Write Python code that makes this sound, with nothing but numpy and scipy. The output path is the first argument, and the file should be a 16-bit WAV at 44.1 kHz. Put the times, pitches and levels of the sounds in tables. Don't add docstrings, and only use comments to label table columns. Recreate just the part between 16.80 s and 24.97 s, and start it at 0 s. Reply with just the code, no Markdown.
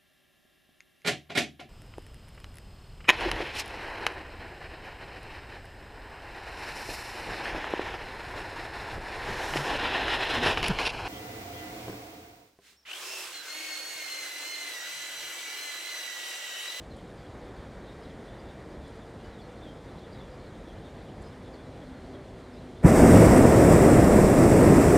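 import sys
import numpy as np
from scipy import signal
from scipy.fft import rfft, irfft, next_fast_len
from scipy.io import wavfile
from scipy.ndimage import uniform_filter1d, map_coordinates

SR = 44100
rng = np.random.default_rng(int(sys.argv[2]) if len(sys.argv) > 2 else 0)


def dump_mix(stems):
    frames = np.atleast_2d(stems).T
    limited = np.clip(frames, -1, 1)
    pcm = np.round(limited * 32767).astype(np.int16)
    wavfile.write(sys.argv[1], SR, pcm)


def convert_level_to_amplitude(level_db):
    exponent = np.asarray(level_db, float) / 20
    return 10 ** exponent


N = 360297


def unit(x):
    return x / np.sqrt(np.mean(x ** 2) + 1e-20)


def curves(rows):
    s, *cols = np.transpose(rows)
    return [np.interp(np.arange(N) / SR, s, c) for c in cols]


def wobble(rate_hz):
    knots = rng.standard_normal(int(N * rate_hz / SR) + 4)
    return map_coordinates(knots, [np.arange(N) * rate_hz / SR])


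def coloured(x, spectrum):
    m = next_fast_len(N + 8192)
    hz, db = np.transpose(spectrum)
    log_hz = np.log(np.fft.rfftfreq(m, 1 / SR) + 1)
    gain = convert_level_to_amplitude(np.interp(log_hz, np.log(hz + 1), db, -120, -120))
    return unit(irfft(rfft(x, m) * gain, m)[:N])


def patchy(depth_db):
    z = signal.stft(rng.standard_normal(N), nperseg=512)[2]
    field = uniform_filter1d(rng.standard_normal(z.shape), size=6, axis=0)
    field = uniform_filter1d(field, size=12, axis=1)
    return signal.istft(z * convert_level_to_amplitude(depth_db * unit(field)), nperseg=512)[1][:N]


def town():
    # hz, db_per_hz
    rumble_spectrum = [(12, -46), (20, -26), (37, -2.5), (59, -1), (376, -7), (412, -8.5), (503, -8),
                       (800, -14.5), (1040, -22.5), (1760, -120)]
    tyre_spectrum = [(290, -32), (500, -11), (800, -8), (1100, -7), (1950, -10), (2400, -16.5), (2700, -38),
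                     (4000, -55)]
    # time_s, level_db
    traffic = [
        (0.0, -57.5),
        (0.48, -56.5),
        (0.7, -54),
        (1.7, -55),
        (2.1, -56.5),
        (2.7, -56.5),
        (5.2, -56.5),
        (5.55, -58),
        (6, -58),
    ]
    # time_s, level_db
    engine = [
        (4.2, -70),
        (4.6, -50),
        (4.88, -49),
        (5, -60),
        (5.1, -42),
        (5.22, -58),
        (5.4, -45),
        (5.55, -54),
        (6, -47),
    ]
    t = np.arange(N) / SR
    tyre_db, second_db = curves(traffic)[0], curves(engine)[0]
    rumble = convert_level_to_amplitude(-44.7 + 0.5 * wobble(14)) * coloured(patchy(depth_db=0.7), rumble_spectrum)
    tyres = convert_level_to_amplitude(tyre_db + 0.74 * wobble(25)) * coloured(patchy(depth_db=0.65), tyre_spectrum)

    firing_hz, slows_s, sag_hz_per_s = 129, 5.4, 10.5
    hz = firing_hz - sag_hz_per_s * np.maximum(t - slows_s, 0)
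    turn = 2 * np.pi * np.cumsum(hz + 1.1 * wobble(10)) / SR
    third_peak_db, load_s, load_db_per_s, ease_db_per_s = -50.5, 5.3, 70, 8
    third_db = third_peak_db - load_db_per_s * np.maximum(load_s - t, 0)
    third_db = third_db - ease_db_per_s * np.maximum(t - load_s, 0)
    second = convert_level_to_amplitude(second_db + 1.5 * wobble(14)) * np.sin(2 * turn)
    third = convert_level_to_amplitude(third_db + 1.5 * wobble(14)) * np.sin(3 * turn)

    fan_hz, fan_db, fan_silent_s = 450, -58, 4.8
    fan_phase = 2 * np.pi * np.cumsum(fan_hz + 4.31 * wobble(8.4)) / SR
    fan = convert_level_to_amplitude(fan_db + 2.4 * wobble(5.74)) * np.sin(fan_phase)
    return rumble + tyres + second + third + np.clip(fan_silent_s - t, 0, 1) * fan


def basket():
    # hz, db_per_hz
    pilot_spectrum = [(1400, -19), (2300, -2.5), (2860, -3.5), (3430, -2.5), (4800, -8), (6500, -12.5),
                      (7100, -11.5), (8000, -14), (8920, -12.5), (10500, -22), (14500, -28), (15300, -33),
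                      (15750, -44)]
    # start_s, peak_db
    wicker = [
        (0.1639, -53),
        (2.0751, -53),
        (2.1529, -56),
        (4.4178, -49.5),
    ]
    ticks, t = np.zeros(N), np.arange(SR // 20) / SR
    decay_s, attack_s = 0.076, 0.002
    for s, db in wicker:
        envelope = convert_level_to_amplitude(db - 1.5 - 60 * t / decay_s) * (1 - np.exp(-t / attack_s))
        ticks[round(s * SR):][:len(t)] += envelope * rng.standard_normal(len(t))
    bright = signal.butter(4, [6800, 10200], "band", fs=SR, output="sos")
    pilot = convert_level_to_amplitude(-63.5 + 0.38 * wobble(30)) * coloured(patchy(depth_db=0.6), pilot_spectrum)
    return pilot + signal.sosfilt(bright, ticks)


def note(out_len, start_hz, end_hz, flutter):
    u = np.linspace(0, 1, out_len)
    phase = 2 * np.pi * np.cumsum(start_hz + (end_hz - start_hz) * u) / SR
    shake, fading = np.cumsum(rng.standard_normal((2, out_len)), axis=1)
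    whistle = np.cos(0.57 * flutter * fading) * np.sin(phase + flutter * shake)
    return np.sin(np.pi * u) * unit(whistle)


def birds():
    # middle_s, start_hz, level_db
    chirps = [(.115, 4500, -62), (.135, 4190, -61), (.19, 3530, -65), (.39, 4900, -68), (.82, 4800, -65),
              (1.08, 4400, -66), (1.235, 5200, -67), (1.25, 4170, -61), (1.3, 3700, -63), (2.14, 5100, -71),
              (2.22, 3800, -66), (2.46, 4900, -64), (2.54, 4100, -64), (2.6, 3700, -62), (2.625, 4600, -63),
              (2.7, 2950, -64), (3.08, 3900, -65), (3.19, 4110, -63), (3.24, 3770, -62), (3.41, 3700, -61),
              (3.665, 4700, -63), (4.3, 3000, -65), (4.745, 4770, -60), (5.03, 3600, -65),
              (5.35, 3550, -62), (5.74, 5500, -66)]
    # middle_s, start_hz, length_s, level_db
    whistles = [(.46, 3350, .04, -66), (1.098, 3750, .08, -63), (1.49, 3500, .04, -66),
                (1.6, 4900, .05, -67), (1.698, 3750, .04, -63), (2.054, 3500, .065, -64),
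                (2.45, 3050, .07, -64), (2.835, 3550, .06, -61.5), (2.885, 3280, .07, -61),
                (3.35, 3950, .05, -65), (3.6, 4400, .05, -67), (3.89, 3440, 0.086, -63),
                (4.061, 3650, .06, -63), (4.085, 3400, .04, -65), (4.46, 5120, 0.053, -64),
                (4.68, 3480, .054, -67), (4.79, 3500, 0.073, -66), (5.108, 3720, .06, -70),
                (5.27, 4600, .06, -68)]
    # middle_s, start_hz, end_over_start, level_db
    rises = [
        (2.41, 2700, 1.08, -66),
        (3.335, 4500, 1.1, -62),
        (3.39, 3600, 1.2, -62),
        (5.785, 3700, 1.14, -63),
        (5.965, 3400, 1.09, -69),
    ]
    # middle_s, pitch_hz, length_s, level_db
    dove = [
        (.64, 490, .13, -52),
        (2.7, 495, .11, -50.5),
        (3.535, 505, .11, -49.5),
        (4.07, 580, .1, -57),
        (5.37, 600, .1, -54),
    ]
    chirp_s, chirp_fall, whistle_fall = 0.037, 0.86, 0.97
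    near = [(s, hz, hz * chirp_fall, chirp_s, db) for s, hz, db in chirps]
    near += [(s, hz, hz * whistle_fall, length_s, db) for s, hz, length_s, db in whistles]
    near += [(s, hz, hz * rise, chirp_s, db) for s, hz, rise, db in rises]

    notes_per_s, middle_hz, far_db = 90, 3750, -77
    when, pitch, glide, length, level = rng.random((5, notes_per_s * 6))
    hz = middle_hz * 1.7 ** (pitch - 0.5)
    far = np.c_[0.1 + 6 * when, hz, hz * (0.86 + 0.18 * glide), 0.03 + 0.04 * length, far_db + 5 * level]

    calls = [(*call, 0.11) for call in [*near, *far]]
    calls += [(s, 1.01 * hz, 0.99 * hz, length_s, db, 0.0067) for s, hz, length_s, db in dove]
    direct = np.zeros(N)
    for s, start_hz, end_hz, length_s, db, flutter in calls:
        n = round(length_s * SR)
        direct[round(s * SR) - n // 2:][:n] += convert_level_to_amplitude(db) * note(n, start_hz, end_hz, flutter)
    t = np.arange(SR // 4) / SR
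    echoes = rng.standard_normal(len(t)) * convert_level_to_amplitude(-60 * t / 0.31)
    echoes = echoes / np.linalg.norm(echoes)
    return direct + convert_level_to_amplitude(-3.5) * signal.fftconvolve(direct, echoes)[:N]


def flame_db(base_db, follows, rise_s):
    # time_s, level_db
    flow = [
        (6.07, 0),
        (6.11, -3),
        (6.17, 0),
        (6.38, 4),
        (6.47, 1),
        (6.85, .5),
        (7.3, -1.5),
        (8.15, -0.5),
    ]
    # middle_s, level_db
    flares = [
        (6.54, 1.5),
        (6.93, 3.5),
        (7.15, 2.5),
        (7.345, 2),
        (7.63, 2),
        (7.88, 1.5),
        (7.96, 1.5),
    ]
    t = np.arange(N) / SR
    valve_s, opening_power, flare_s = 6.022, 1.7, 0.03
    swing_db = curves(flow)[0]
    for s, db in flares:
        swing_db = swing_db + db * np.exp(-0.5 * ((t - s) / flare_s) ** 2)
    opening = np.clip((t - valve_s) / rise_s, 1e-6, 1)
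    return base_db + follows * swing_db + 20 * opening_power * np.log10(opening)


def burner():
    # hz, db_per_hz
    roar_spectrum = [(15, -40), (25, -8.5), (86, -0.5), (178, 1), (335, 0), (673, -7), (840, -20),
                     (1100, -25), (1430, -34.5), (2420, -120)]
    rasp_spectrum = [(470, -27), (800, -4.5), (1540, -7), (1960, -6), (2790, -17), (3050, -24), (4200, -49),
                     (5460, -53), (9240, -120)]
    jet_spectrum = [(2100, -24), (3400, -9.5), (4200, -12.5), (5450, -5), (6600, -9.5), (7100, -3.5),
                    (8400, 0.5), (8850, -4.5), (9150, -11), (9400, -30)]
    upper_jet_spectrum = [(8800, -30), (9250, -3.5), (9900, -1), (10300, -5.5), (13000, -9), (13400, -12),
                          (13800, -7), (14700, -10), (15100, -14), (15700, -18), (15760, -60)]
    roar_db = flame_db(-14, follows=0.87, rise_s=0.042)
    rasp_db = flame_db(-31.5, follows=0.78, rise_s=0.03)
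    hiss_db = flame_db(-37, follows=0.56, rise_s=0.051)

    surge_s, surge_peak_db, surge_fade_s = 6.14, 2.5, 0.31
    since_s = np.arange(N) / SR - surge_s
    surge_db = surge_peak_db * np.clip(since_s / 0.02, 0, 1) * np.exp(-np.abs(since_s) / surge_fade_s)
    rasp_db, hiss_db = rasp_db + 0.55 * surge_db, hiss_db + surge_db

    pockets_per_s = 900
    pockets = (rng.random(N) < pockets_per_s / SR) * convert_level_to_amplitude(3.7 * rng.exponential(size=N))
    burning = 0.5 * unit(pockets - pockets.mean()) + patchy(depth_db=-0.03)
    flicker = wobble(22)
    roar = convert_level_to_amplitude(roar_db + 0.17 * flicker + 0.57 * wobble(40)) * coloured(burning, roar_spectrum)
    rasp = convert_level_to_amplitude(rasp_db + 0.61 * flicker + 0.27 * wobble(60)) * coloured(burning, rasp_spectrum)
    jets = coloured(patchy(depth_db=0.7), jet_spectrum)
    jets = jets + convert_level_to_amplitude(-6.5) * coloured(patchy(depth_db=0.5), upper_jet_spectrum)
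    hiss = convert_level_to_amplitude(hiss_db - 0.92 + 0.43 * flicker + 0.52 * wobble(70)) * jets
    return roar + rasp + hiss


def lighting():
    # middle_s, peak_db, width_ms
    pushes = [
        (6.0402, -17, 1.1),
        (6.0482, -3, 1.5),
        (6.054, -1.5, 2.3),
        (6.0597, -6, 1.1),
        (6.066, -12, 1.3),
        (6.0705, -7, 1.9),
    ]
    t, thump = np.arange(N) / SR, np.zeros(N)
    for s, db, width_ms in pushes:
        u = (t - s) * 1000 / width_ms
        thump += convert_level_to_amplitude(db) * (1 - u ** 2) * np.exp(-u ** 2 / 2)
    return thump


def with_band_gaps(x):
    # start_s, end_s, middle_hz, width_hz
    gaps = [
        (6.11, 6.27, 4130, 330),
        (6.12, 6.27, 10850, 220),
        (6.275, 6.315, 4500, 260),
        (6.32, 6.365, 4130, 260),
        (6.615, 6.66, 4500, 260),
        (6.87, 6.92, 4500, 260),
    ]
    hz, t, z = signal.stft(x, SR, nperseg=1024)
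    for start_s, end_s, middle_hz, width_hz in gaps:
        z[np.ix_(np.abs(hz - middle_hz) < width_hz / 2, (t > start_s) & (t < end_s))] = 0
    return signal.istft(z, SR, nperseg=1024)[1][:N]


def scene():
    roar = burner()
    held = roar / (1 + np.abs(roar / 0.8) ** 4) ** (1 / 4)
    return np.tile(held + lighting() + town() + birds() + basket(), (2, 1))


def band_limit(x):
    return signal.sosfilt(signal.butter(12, 16080, fs=SR, output="sos"), x)


def record(dry):
    limited = with_band_gaps(dry[0] / (1 + np.abs(dry[0] / 1.05) ** 6) ** (1 / 6))
    mismatch = convert_level_to_amplitude(-42 + 5 * wobble(20)) * wobble(300) * limited
    return band_limit(np.array([limited + mismatch, limited - mismatch]))


dry = scene()
out = record(dry)
dump_mix(out)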